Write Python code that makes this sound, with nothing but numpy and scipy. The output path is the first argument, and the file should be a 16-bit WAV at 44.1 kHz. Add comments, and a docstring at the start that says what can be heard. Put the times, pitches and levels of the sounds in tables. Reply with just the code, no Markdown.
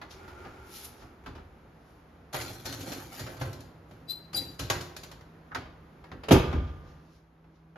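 """An oven door is pulled open: handle and stops knock, the hinge spring sings, a sleeve brushes by.
A metal sheet clanks onto the wire rack and is pushed in: random slips rasp, swept tones squeal twice.
The door swings up and slams: coloured noise bursts, ringing modes, a deep thump and a beating boom;
racks chatter and a low gust follows. Throughout, shaped noise and three sines make a cooling fan,
and a two-port microphone hears two blended views of every source."""
import sys
import numpy as np
from scipy import signal
from scipy.fft import rfft, irfft, next_fast_len
from scipy.io import wavfile
from scipy.ndimage import uniform_filter1d

SR = 44100
rng = np.random.default_rng(int(sys.argv[2]) if len(sys.argv) > 2 else 0)


def master_out(mix):
    """Clip the mix to full scale and print it as 16-bit PCM to the path in sys.argv[1]."""
    frames = np.transpose(np.atleast_2d(mix))
    ceiling = np.clip(frames, -1, 1)
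    pcm = np.round(ceiling * 32767).astype(np.int16)
    wavfile.write(sys.argv[1], SR, pcm)


N = 342657
TIME = np.arange(N) / SR  # s, whole scene
RING = np.arange(36000) / SR  # s, one ringing blow

# modes of the door and oven box: pitch_hz, level_db, t60_s
DOOR_MODES = [(55.2, -3.5, .3), (80.5, -1, .24), (118.2, -2.5, .26), (143.4, -20.5, 1.3), (165, 4.5, .13),
              (207, -5, .16), (243.8, -5.5, .35), (267.7, 0.5, .32), (318, 2, .3), (362.5, -7, 0.58),
              (393.5, 0, .33), (472, -4, .2), (505, -13, .65), (547, -7, 0.29), (757, -13, 0.34),
              (850, -13, 0.54), (928, -14, .45), (1199, -17.5, 1.28), (1223, -23, 1.2), (1426, -27.5, 1.1),
              (1478, -22, .85), (1561, -29, 1.2), (2228, -30, .9), (2590, -22, .3), (3058, -29, .85),
              (3190, -28, .8)]
# dense ringing of the door: freq_hz, t60_s
DOOR_T60 = [(60, 0.92), (200, 0.55), (600, 0.48), (1500, 0.49), (4000, 0.4), (8000, 0.26), (14000, .22)]
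# modes of the sheet and rack: pitch_hz, level_db, t60_s
SHEET_MODES = [(116, -7.5, 0.13), (129, -5, 0.25), (278.6, -8, 0.19), (355.3, -15, 1), (528, -10.5, 0.45),
               (608, -4.5, 0.21), (680, -8, .1), (786.5, -7.5, 0.16), (883, -8.5, 0.16), (1203, -16.5, .3),
               (1400, -12.5, 0.2), (1517, -12.5, 0.51), (1700, -18.5, 0.37), (2445, -18.5, 0.31),
               (3480, -20.5, 0.25), (4160, -17, 0.3), (4260, -16, 0.32), (4790, -18.5, 0.3),
               (5970, -20, 0.25), (6825, -22.5, 0.4), (7330, -21.5, 0.33)]


def amp(db):
    """Decibels to gain."""
    return 10 ** (np.asarray(db) / 20)


def evened(x):
    """Scales to rms 1."""
    return x / np.sqrt(np.mean(x ** 2) + 1e-20)


def read(points, hz):
    """Reads a spectrum table on a log-frequency axis."""
    point_hz, value = np.transpose(points)
    return np.interp(np.log(hz + 1), np.log(point_hz + 1), value)


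def level(rows):
    """Gain over time from a (s, dB) curve, silent outside it."""
    s, db = np.transpose(rows)
    return amp(np.interp(TIME, s, db)) * (TIME >= s[0]) * (TIME <= s[-1])


def add(mix, s, sound):
    """Adds a two-channel sound at time s."""
    part = mix[:, max(round(s * SR), 0):][:, :sound.shape[1]]
    part += sound[:, :part.shape[1]]


def shaped(x, gain):
    """Filters by a function of frequency, to rms 1."""
    size = next_fast_len(x.shape[1])
    spectrum = rfft(x, size) * gain(np.fft.rfftfreq(size, 1 / SR))
    return evened(irfft(spectrum, size)[:, :x.shape[1]])


def noise(colour, size=N):
    """Two channels of coloured noise, rms 1."""
    return shaped(rng.standard_normal((2, size)), lambda hz: amp(read(colour, hz)))


def resonances(peaks):
    """Gain function of a few broad resonances (Hz, width Hz, dB), summed in power."""
    def gain(hz):
        power = 0
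        for peak_hz, width_hz, db in peaks:
            detuning = (hz ** 2 - peak_hz ** 2) / (width_hz * hz + 1)
            power = power + amp(db) ** 2 / (1 + detuning ** 2)
        return np.sqrt(power)
    return gain


def slips(per_s, spread_db):
    """Random tiny friction slips of very uneven size and either sign."""
    happens = rng.random((2, N)) < per_s / SR
    sign = rng.choice([-1, 1], (2, N))
    return happens * sign * amp(spread_db * np.minimum(rng.exponential(1, (2, N)), 4))


def partials(table):
    """One dying complex sine for each mode."""
    hz, db, t60_s = np.transpose(table)[:, :, None]
    rise = 1 - np.exp(-RING / 0.00033)
    return amp(db) * np.exp((2j * np.pi * hz - np.log(1000) / t60_s) * RING) * rise


def struck(parts, scatter):
    """The modes sounding together; scatter 0-1 varies their phases with the place struck."""
    z = np.exp(2j * np.pi * scatter * rng.random(len(parts))) @ parts
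    return np.array([z.imag, z.real])


def dense(colour, decays, crack_s, tail_db, room_db):
    """Countless panel modes: a brief crack, a tail dying band by band, a fainter, longer echo."""
    size = len(RING)
    hz = np.fft.rfftfreq(size, 1 / SR)
    bumps = evened(uniform_filter1d(rng.standard_normal(size // 2 + 1), size=18))
    peaks = evened(amp(4.5 * bumps))  # some modes stand out
    spectrum = rfft(noise(colour, size=size)) * np.where(hz > 600, peaks, 1)
    crack = np.exp(-RING / crack_s)
    out = 0
    for centre_hz, t60_s in decays:
        share = read([(other_hz, other_hz == centre_hz) for other_hz, _ in decays], hz)
        tail = np.exp(-np.log(1000) * RING / t60_s)
        decay = crack + amp(tail_db) * tail + amp(room_db) * np.sqrt(tail)
        out = out + irfft(spectrum * share, size) * decay
    return out * (1 - (RING / RING[-1]) ** 4)


def blow(ring, db, bass_db, treble_db, rise_ms):
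    """Hardness and weight of a blow share its energy among bass, body and treble."""
    ring = ring * (1 - np.exp(-(RING * 1000 / max(rise_ms, .2)) ** 2))
    bands = []
    for edge_hz, kind in [(170, "low"), ((200, 2500), "band"), (3200, "high")]:
        bands.append(signal.sosfilt(signal.butter(2, edge_hz, kind, fs=SR, output="sos"), ring))
    bass, body, treble = bands
    bass = bass * (1 - np.exp(-(RING / .02) ** 2))  # heavy parts are slow to get moving
    early = RING < .04
    mix = body / abs(body).max()
    mix = mix - amp(bass_db) * bass / bass[:, early].std()
    mix = mix - amp(treble_db) * treble / treble[:, early].std()
    return amp(db) * mix


def stroke(s, length_s, db, rise_s, sag_db_per_s, release_db_per_s):
    """Gain of one movement: it swells, sags while it lasts, and dies away."""
    t = np.maximum(TIME - s, 0)
    attack = np.sin(np.pi / 2 * np.minimum(t / rise_s, 1)) ** 2
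    sag_db = sag_db_per_s * np.minimum(t, length_s)
    release_db = release_db_per_s * np.maximum(t - length_s, 0)
    return attack * amp(db - sag_db - release_db)


def wandering(x, patchy_db):
    """Narrow resonances come and go as the point of contact moves."""
    z = signal.stft(x, nperseg=512, noverlap=384)[2]
    patches = uniform_filter1d(rng.standard_normal(z.shape[1:]), size=3, axis=0)
    patches = evened(uniform_filter1d(patches, size=22, axis=1))
    return evened(signal.istft(z * amp(patchy_db * patches), nperseg=512, noverlap=384)[1][:, :N])


def door_slam(press_s=.058, press_db=5.5, rebound_s=.008, free_db=-1.5, box_hz=150):
    """The door lands in quick blows; its panel thumps, the oven box thuds, the cabinet booms on."""
    # blows of the door on its frame: start_s, rattle_db, tilt_db_per_octave
    blows = [(6.284, -27, -0.5), (6.308, -14, -2), (6.313, -26.5, 3.5), (6.319, -24, 5), (6.342, -28, -1),
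             (6.361, -22.5, -3)]
    # dense ringing of the slam before tilt: freq_hz, level_db_per_hz (relative)
    slam_colour = [(25, -10), (60, -5.5), (150, -1.5), (400, 1), (700, -1), (1400, -7), (1900, -12),
                   (2600, -6.5), (4500, -19), (7000, -26.5), (12000, -30), (16000, -41)]
    # close pair of beating cabinet modes: pitch_hz, level_db (relative)
    boom_modes = [(68, -1.5), (82, -1.5)]
    out = np.zeros((2, N))
    for s, rattle_db, tilt_db in blows:
        colour = [(hz, db + tilt_db * np.log2(hz / 1000)) for hz, db in slam_colour]
        rattle = dense(colour, DOOR_T60, crack_s=0.013, tail_db=-9.5, room_db=-18.0)
        add(out, s, amp(rattle_db) * rattle * (1 - np.exp(-RING / 0.0016)))

    # the panel is driven harder while the door presses into the frame, then rings free
    panel = struck(partials([m for m in DOOR_MODES if m[0] > box_hz]), 1.0)
    panel = panel * (1 - np.exp(-RING / .003))
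    drive_db = np.interp(RING, [0, press_s, press_s + rebound_s], [0, press_db, free_db])
    add(out, 6.309, panel * amp(-17 + drive_db))

    # the heavy box follows a moment later
    box = struck(partials([m for m in DOOR_MODES if m[0] <= box_hz]), 0)
    add(out, 6.329, amp(-13) * box * (1 - np.exp(-(RING / .007) ** 2)))

    # the door's weight lands as one short, deep thump
    thump_hz, thump_width_s, thump_db = 109.8, .0055, -8.5
    late = TIME - 6.340
    thump = np.sin(2 * np.pi * thump_hz * late) * np.exp(-.5 * (late / thump_width_s) ** 2)
    out[0] += amp(thump_db) * thump

    # the boom swells, sags slowly and is then damped
    boom_s = 6.428
    boom = sum(amp(db) * np.exp(2j * np.pi * hz * (TIME - boom_s)) for hz, db in boom_modes)
    swell = stroke(boom_s, 0.335, -22, rise_s=.13, sag_db_per_s=57, release_db_per_s=352)
    return out + swell * np.array([boom.imag, boom.real])


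def sheet_clanks(bass_trim_db=-2, treble_trim_db=-2, modes_db=-8):
    """The sheet drops on the rack, bumps over its wires and hits the stop."""
    # start_s, peak_db, then before trim and relative to the peak bass_db, treble_db; rise_ms
    clanks = [(2.327, -37, -22, -13.5, 6), (2.341, -23, -21, -26, 3), (2.409, -41.5, -1, -1, 4),
              (2.652, -37, -15, -2.5, 5.4), (2.722, -39, -7.5, -4.5, 4.3), (2.805, -42.5, -36, -4.5, 5.9),
              (2.915, -33, -18, -11, 6.6), (3.190, -40, -2.5, -4, 5.5), (3.258, -33, -17, -36, 8.8),
              (3.365, -41.5, -3, -19, 4), (3.409, -24, -10.5, -25.5, 5.4), (3.529, -52, -6, 0.5, 1.4),
              (3.604, -53.5, -1, -2.5, 1.4), (3.908, -47.5, -14.5, -21, 3.5), (4.329, -42, -12, -6, 4),
              (4.59, -31.5, -7, -7, 5.7), (4.699, -16.5, -21.5, -15, 1.3), (4.807, -44.5, -24, -0.5, 2.5),
              (4.964, -37.5, -16, -8, 1.2), (5.032, -40.5, -17, -8.5, 1.7), (5.113, -41, -16, -14, 1.56),
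              (5.209, -45, -18, -24, 1)]
    # dense ringing of the sheet: freq_hz, level_db_per_hz (relative)
    sheet_colour = [(25, -11.5), (100, 14), (200, -14), (350, 0), (800, 4), (1500, 4), (2100, -2),
                    (4500, -4.5), (7000, -9.5), (12000, -14.5), (16000, -20)]
    # dense ringing of the sheet: freq_hz, t60_s
    sheet_t60 = [(60, 0.49), (200, 0.77), (600, 0.69), (1500, 0.44), (4000, 0.46), (8000, 0.29),
                 (14000, 0.4)]
    out, parts = np.zeros((2, N)), partials(SHEET_MODES)
    for s, db, bass_db, treble_db, rise_ms in clanks:
        ring = dense(sheet_colour, sheet_t60, crack_s=0.0083, tail_db=-11.5, room_db=-25)
        ring = ring + amp(modes_db) * struck(parts, 0.85)
        add(out, s, blow(ring, db, bass_db + bass_trim_db, treble_db + treble_trim_db, rise_ms))
    return out


def sheet_scrape(rasp_trim_db=-3, ring_trim_db=-7, body_trim_db=-3, rack_trim_db=-3, damped_s=.012):
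    """Clumps of slips under the sliding sheet rasp, ring its modes and shake the rack."""
    # pushes along the wires: start_s, length_s, then before trim rasp_db, body_db, rack_db
    pushes = [(2.324, 0.16, -35.5, -41.5, -40), (2.5, 0.18, -57.5, -52.5, -50),
              (2.642, 0.16, -45, -40.5, -40), (2.789, 0.056, -53.5, -43, -43),
              (2.854, 0.055, -44, -38.5, -41.5), (2.9, 0.023, -50.5, -37.5, -50),
              (2.985, 0.15, -56, -52.5, -49), (3.114, 0.062, -45, -47.5, -47), (3.168, 0.21, -52, -45, -43),
              (3.39, 0.036, -49, -42, -41), (3.514, 0.13, -72, -49, -48), (3.878, 0.2, -67.5, -53.5, -50.5),
              (4.329, 0.073, -44.5, -40.5, -37.5), (4.578, 0.055, -57, -47, -38.5),
              (4.71, .04, -51, -46.5, -39)]
    # rasp: freq_hz, level_db_per_hz (relative)
    rasp_colour = [(500, -3.5), (852, -1), (980, -8.5), (1400, -2.5), (2280, -4.5), (4210, -9.5),
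                   (7500, -13.5), (9000, -14.5), (12000, -12), (15500, -21)]
    # sheet body resonances: freq_hz, width_hz, level_db (relative)
    body_peaks = [(234, 25, -10), (278, 39, 0), (346, 28, -2.5), (527, 30, -5.5), (800, 70, -19)]
    # rack resonance: freq_hz, width_hz, level_db (relative)
    rack_peaks = [(111.2, 32, 0)]

    judder_db = shaped(rng.standard_normal((1, N)), lambda hz: np.exp(-hz / 60))
    grains = slips(per_s=3000, spread_db=3.5) * amp(judder_db)
    rasp = shaped(grains, lambda hz: amp(read(rasp_colour, hz)) * hz / (hz + 300))
    rasp = wandering(rasp, patchy_db=4)

    pressed = struck(partials([m for m in SHEET_MODES if m[0] > 700]), 1.0)
    pressed = pressed * np.exp(-RING / damped_s)  # the hand damps the sheet
    ring = wandering(signal.fftconvolve(grains, pressed, axes=1)[:, :N], patchy_db=4)

    def rumble(peaks):
        """Sparse slips shake a heavy part, which answers weakly above 1500 Hz."""
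        return shaped(slips(per_s=200, spread_db=2),
                      lambda hz: resonances(peaks)(hz) / (1 + (hz / 1500) ** 2))

    slide, flex_power, shake_power = 0, 0, 0
    for s, length_s, rasp_db, body_db, rack_db in pushes:
        sag = 37  # dB/s: each push starts hard and eases
        slide = slide + stroke(s, length_s, rasp_db, 0.018, sag, release_db_per_s=93)
        flex_power = flex_power + stroke(s, length_s, body_db, 0.03, sag, release_db_per_s=100.5) ** 2
        shake_power = shake_power + stroke(s, length_s, rack_db, 0.036, sag, release_db_per_s=84.5) ** 2
    out = slide * (amp(rasp_trim_db) * rasp + amp(ring_trim_db) * ring)
    out = out + amp(body_trim_db) * np.sqrt(flex_power) * rumble(body_peaks)
    return out + amp(rack_trim_db) * np.sqrt(shake_power) * rumble(rack_peaks)


def squeal(s, db, hz, swell_s, fade_s, glide, flutter, second_db=-12, third_db=-13, rough=0.19,
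           hiss_db=-22, free_db=-21, ring_cycles=290):
    """Stick-slip slides onto a metal mode, or a harsh combination tone of two, then rings freely."""
    t = np.arange(-.08, .4, 1 / SR)
    wobble, grip, hiss = rng.standard_normal((3, len(t)))
    rub = np.exp(-.5 * (t / np.where(t < 0, swell_s, fade_s)) ** 2)
    slide = glide * (1 - np.tanh(t / 0.0066)) / 2
    bend = slide + flutter * np.sqrt(rub) * evened(uniform_filter1d(wobble, size=70))
    phase = 2 * np.pi * np.cumsum(hz * (1 + bend)) / SR
    tone = 0
    for k, part_db in enumerate([0, second_db, third_db], 1):
        if k * hz < 13000:
            tone = tone + amp(part_db) * np.exp(1j * k * phase)
    # uneven grip and a hiss of friction
    tone = tone * (1 + rough * evened(np.convolve(grip, np.hanning(44), "same")))
    tone = tone + amp(hiss_db) * hiss
    stutter = 1 + .22 * np.cos(2 * np.pi * 90 * t)
    free = (t > 0) * (1 - rub) * np.exp(1j * phase - abs(t) * hz / ring_cycles)
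    tone = np.sqrt(2) * amp(db) * (tone * stutter * rub + amp(free_db) * free)
    return s + t[0], np.array([tone.real, 0.33 * tone.imag])


def squeals(echo_db=-10, echo_t60_s=0.43, damping_hz=8000):
    """The squeals echo in the steel oven, which swallows some of their treble."""
    # 11080, 12740 and 7190 Hz are combination tones of two squealing modes:
    # peak_s, level_db, final_pitch_hz, swell_s, fade_s, start_offset (share), flutter (share)
    squeal_rows = [(4.109, -31.5, 4070, 0.011, 0.014, -0.018, .008),
                   (4.099, -47.5, 4730, .009, 0.019, 0.008, .005),
                   (4.349, -30.5, 4740, 0.0035, 0.012, 0.04, 0.0077),
                   (4.374, -34.5, 4722, .006, .022, .01, 0.0062),
                   (4.38, -30, 3980, 0.011, 0.012, 0.0046, .008),
                   (4.368, -36, 11080, .006, 0.0075, 0.004, .012),
                   (4.368, -39.5, 12740, .008, .012, .004, .014),
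                   (4.371, -41.5, 7190, 0.006, 0.008, 0.01, .009)]
    out = np.zeros((2, N))
    for row in squeal_rows:
        add(out, *squeal(*row))
    cavity = shaped(rng.standard_normal((2, len(RING))), lambda hz: 1 / np.hypot(1, hz / damping_hz))
    cavity = cavity * np.exp(-np.log(1000) * RING / echo_t60_s)
    cavity = cavity / np.linalg.norm(cavity[0])
    return out + amp(echo_db) * signal.fftconvolve(out[:1], cavity, axes=1)[:, :N]


def wire_song(width_hz=55, trim_db=-7):
    """Rack wires rubbed by the rim ring faintly, each in one narrow, restless mode."""
    # start_s, length_s, pitch_hz, level_db (before trim)
    sings = [(2.366, 0.064, 6821, -45), (2.465, .04, 4220, -48), (2.655, .08, 4260, -41),
             (2.712, .04, 5970, -46), (2.865, 0.065, 4260, -47), (3.19, .09, 6830, -53)]
    a, b = shaped(rng.standard_normal((2, N)), lambda hz: 1 / (1 + (hz / (2 * width_hz)) ** 2))
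    tones = 0
    for s, length_s, hz, db in sings:
        gain = stroke(s, length_s, db, rise_s=0.0091, sag_db_per_s=30, release_db_per_s=260)
        tones = tones + gain * np.exp(2j * np.pi * hz * TIME)
    song = tones * (a + 1j * b)
    return amp(trim_db) * np.array([song.real, .5 * song.imag])


def door_knocks(bass_trim_db=-1, treble_trim_db=-2, modes_db=-12):
    """Handle, hinge stops and latch knock on the door; softer contacts last longer."""
    # start_s, peak_db, then before trim and relative to the peak bass_db, treble_db; rise_ms
    knocks = [(0.014, -33.5, -26, -19, 1.6), (0.277, -40.5, -21, -22, 3), (0.443, -35, -11.5, -27, 6),
              (1.017, -41.5, -10, -30, 2), (1.26, -37.5, -6, -15, 1.6), (1.347, -43, -7, -17, 5),
              (1.376, -40.5, -12, -38, 3), (5.548, -31, -20, -9.5, .3), (5.558, -30.5, -14.5, -24.5, .3),
              (5.655, -39.5, -15.5, -38, .4), (6.040, -42.5, -29, -20.5, .8), (6.115, -35, -8, -24.5, 1.2),
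              (6.234, -36, -25, -16.5, 1.6), (6.527, -25.5, -3.5, -27, 1.2), (7.442, -52, -12, -34, .7),
              (7.757, -39, -8.5, -31, 1.6)]
    # dense ringing of the door: freq_hz, level_db_per_hz (relative)
    door_colour = [(25, -8), (70, 4), (150, -9), (400, -2), (700, 1.5), (1400, -2.5), (2600, -12),
                   (4500, -19), (7000, -30.5), (12000, -36), (16000, -40)]
    out, parts = np.zeros((2, N)), partials(DOOR_MODES)
    for s, db, bass_db, treble_db, rise_ms in knocks:
        crack_s = 0.012 * np.sqrt(rise_ms)
        ring = dense(door_colour, DOOR_T60, crack_s, tail_db=-8.5, room_db=-27.5)
        ring = ring + amp(modes_db) * struck(parts, 0.89)
        add(out, s, blow(ring, db, bass_db + bass_trim_db, treble_db + treble_trim_db, rise_ms))
    return out


def door_swing(hinge_trim_db=-2):
    """Hinge slips sound the door's panels, the spring grates, and a low gust follows the slam."""
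    # the long pull and settling at the stop: start_s, length_s, level_db (before trim), rise_s
    swings = [(0.0, 0.38, -45.5, 0.25), (0.36, 0.34, -47.5, 0.032), (0.72, 0.34, -52, 0.082),
              (1.233, 0.13, -55, 0.0059)]
    # spring catches, once at the open stop and twice as the door lifts: start_s, length_s, level_db, rise_s
    catches = [(1.26, .0094, -42, .0086), (5.506, .021, -40.5, .016), (5.549, .011, -31.5, .006)]
    # hinge resonances: freq_hz, width_hz, level_db (relative)
    hinge_peaks = [(70, 13.5, 5.5), (376, 43, 0), (850, 130, -8.5), (1350, 230, -10.5), (2270, 400, -18.5)]
    # spring resonances: freq_hz, width_hz, level_db (relative)
    spring_peaks = [(890, 90, -2.5), (1280, 130, 3.5), (1570, 110, 5), (1850, 90, 0)]
    # low gust: freq_hz, level_db_per_hz (relative)
    gust_colour = [(20, -26), (45, -4), (75, 3.5), (130, -16.5), (400, -39.5), (1500, -78.5)]
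    hinge = shaped(slips(per_s=3300, spread_db=2.5), resonances(hinge_peaks))
    spring = shaped(slips(per_s=1400, spread_db=1.5),
                    lambda hz: resonances(spring_peaks)(hz) / (1 + (hz / 2200) ** 2))
    travel = sum(stroke(*row, sag_db_per_s=9.0, release_db_per_s=63) ** 2 for row in swings) ** .5
    grate = sum(stroke(*row, sag_db_per_s=60, release_db_per_s=600) for row in catches)
    gust = stroke(6.7, 0.074, -45.5, rise_s=.06, sag_db_per_s=3.5, release_db_per_s=100.5)
    return amp(hinge_trim_db) * hinge * travel + spring * grate + noise(gust_colour) * gust


def spring_song(width_hz=16, lower_ratio=.645, lower_db=-5):
    """Hinge slips excite two narrow spring resonances, whose pitch moves with the tension."""
    # the song rises, then sinks and fades as the pull eases: time_s, upper_pitch_hz, level_db
    song = [(0.08, 1400, -73), (0.28, 1408, -54.5), (0.37, 1377, -59), (0.5, 1403, -58), (0.64, 1400, -60),
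            (0.74, 1330, -66), (1.15, 1275, -71)]
    s, hz, db = np.transpose(song)
    phase = 2 * np.pi * np.cumsum(np.interp(TIME, s, hz)) / SR
    grains = slips(per_s=400, spread_db=3.0)
    pole = np.exp(-np.pi * width_hz / SR)

    def resonance(turn):
        """Shifts the moving pitch to 0 Hz, low-passes there and shifts back."""
        return evened((turn * signal.lfilter([1 - pole], [1, -pole], grains / turn)).real)

    upper, lower = resonance(np.exp(1j * phase)), resonance(np.exp(1j * lower_ratio * phase))
    return level(np.transpose([s, db])) * (upper + amp(lower_db) * lower)


def rack_rattle(rattle_db=-39, tick_s=0.0078):
    """The slam sets the loose racks chattering against the oven walls."""
    # rack ticks: freq_hz, level_db_per_hz (relative)
    rattle_colour = [(200, -21), (600, 3.5), (1400, 2), (2200, -7), (3400, -3.5), (4500, -17.5),
                     (7000, -26.5), (15000, -40.5)]
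    t = np.arange(2000) / SR
    tick = noise(rattle_colour, size=len(t)) * np.exp(-t / tick_s)
    chatter = evened(signal.fftconvolve(slips(per_s=100, spread_db=2), tick, axes=1)[:, :N])
    return chatter * stroke(6.34, .26, rattle_db, rise_s=.02, sag_db_per_s=55, release_db_per_s=79)


def brush(s, db, swell_s, fade_s):
    """Gain of one brush or rustle: it swells to a peak and fades."""
    t = TIME - s
    return amp(db) * np.exp(-np.minimum(abs(t) / np.where(t < 0, swell_s, fade_s), 20))


def sleeve(fizz_hz=7800):
    """Sleeve and hand brush along; one late, dull rustle is the last rattle after the slam."""
    # the row at 6.89 s is that rattle: peak_s, level_db, swell_s, fade_s, fizz_db (gain above fizz_hz)
    brushes = [(0.111, -50, 0.0069, 0.043, -4), (0.282, -62, .004, 0.033, 2),
               (0.765, -47.5, 0.043, 0.087, 8), (0.848, -52.5, 0.0049, 0.017, 17.5),
               (1.02, -62, 0.024, 0.033, -14), (1.9, -73.5, 0.11, 0.13, 4), (6.68, -68, .06, .06, -20),
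               (6.89, -68, 0.04, 0.06, -22), (7.16, -69.5, 0.11, 0.051, -2), (7.56, -75, .025, .035, -18)]
    # cloth: freq_hz, level_db_per_hz (relative)
    cloth_colour = [(500, -7), (1500, 1.5), (3000, 7.5), (5500, 7), (8000, -4.5), (11000, 0.5), (13500, -6),
                    (16000, -15.5)]
    cloth = shaped(slips(per_s=7300, spread_db=3), lambda hz: amp(read(cloth_colour, hz)))
    fizz = signal.sosfiltfilt(signal.butter(4, fizz_hz, "high", fs=SR, output="sos"), cloth)
    return sum(brush(*shape) * (cloth + (amp(fizz_db) - 1) * fizz) for *shape, fizz_db in brushes)


def fan(waver=.2):
    """Fan and kitchen air as shaped noise, plus the motor's wavering hum lines."""
    # air: freq_hz, level_db_per_hz (relative)
    air_colour = [(15, -35.5), (25, -17.5), (59, 2), (95, -4), (318, -8), (450, -10.5), (637, -14.5),
                  (691, -13), (1460, -18), (6540, -44), (8100, -50), (9270, -46.5), (11800, -43),
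                  (15000, -54.5)]
    # air over time: time_s, level_db
    air_level = [(0, -53), (1.8, -54.5), (4, -53.5), (6, -53.5), (6.9, -52.5), (7.25, -61.5), (7.77, -61)]
    # motor lines before hum_level: pitch_hz, level_db
    hum_lines = [(59.5, -78), (161.5, -60), (323, -73)]
    # hum over time, louder as the microphone comes near: time_s, gain_db
    hum_level = [(0, -23), (2.5, -5), (3.6, 2), (6, 1), (7, -1), (7.77, 0.5)]
    drift = shaped(rng.standard_normal((2, N)), lambda hz: np.exp(-hz / 4))
    hum = 0
    for hz, db in hum_lines:
        phase = 2 * np.pi * (hz * TIME + rng.random()) + waver * drift[1]
        hum = hum + amp(db) * np.sqrt(2) * np.sin(phase)
    hum = level(hum_level) * hum * (1 + waver * drift[0])
    return level(air_level) * noise(air_colour) + hum * np.array([[1], [0]])


def scene():
    """Each source gives two unlike views of itself, which blend into the two microphone ports."""
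    # likeness of the ports: freq_hz, likeness (0-1)
    likeness = [(30, .993), (120, .98), (280, .975), (500, .7), (1000, .35), (3000, .4), (6000, .45),
                (8000, .92), (15000, .93)]
    # port phase: freq_hz, left_lead_rad
    port_phase = [(0, 0), (5000, 0), (7000, .9), (8400, np.pi), (9800, 5.0), (12000, 2 * np.pi),
                  (13700, 7.4), (15200, 3 * np.pi)]
    # port balance: freq_hz, left_minus_right_db
    balance = [(100, -0.2), (500, -2), (1200, -1), (2500, 0.5), (4500, 4), (8000, 0), (15000, 0)]
    # microphone response: freq_hz, gain_db
    mic_colour = [(3000, -0.5), (7000, 2), (8300, -3.5), (9800, 0.5), (13500, 0), (15000, -3.5)]
    sources = door_slam() + sheet_clanks() + sheet_scrape() + squeals() + wire_song()
    sources = sources + door_knocks() + door_swing() + spring_song()
    sources = sources + rack_rattle() + sleeve() + fan()
    near, other = rfft(sources, 2 * next_fast_len(N // 2 + SR // 10))
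    hz = np.linspace(0, SR / 2, len(near))
    same = np.clip(read(likeness, hz), 0, 1)
    right = same * near + np.sqrt(1 - same ** 2) * other
    right = right * np.exp(-1j * read(port_phase, hz))
    lean = amp(read(balance, hz) / 2)
    return irfft(np.array([near * lean, right / lean]) * amp(read(mic_colour, hz)))[:, :N]


def record(dry, low_cut_hz=36, edge_hz=15850):
    """The recorder's low cut and band limit."""
    dry = signal.sosfilt(signal.butter(2, low_cut_hz, "high", fs=SR, output="sos"), dry)
    band_limit = signal.firwin(511, edge_hz, window=("kaiser", 9), fs=SR)
    return signal.oaconvolve(dry, band_limit[None], "same")


dry = scene()
out = record(dry)
master_out(out)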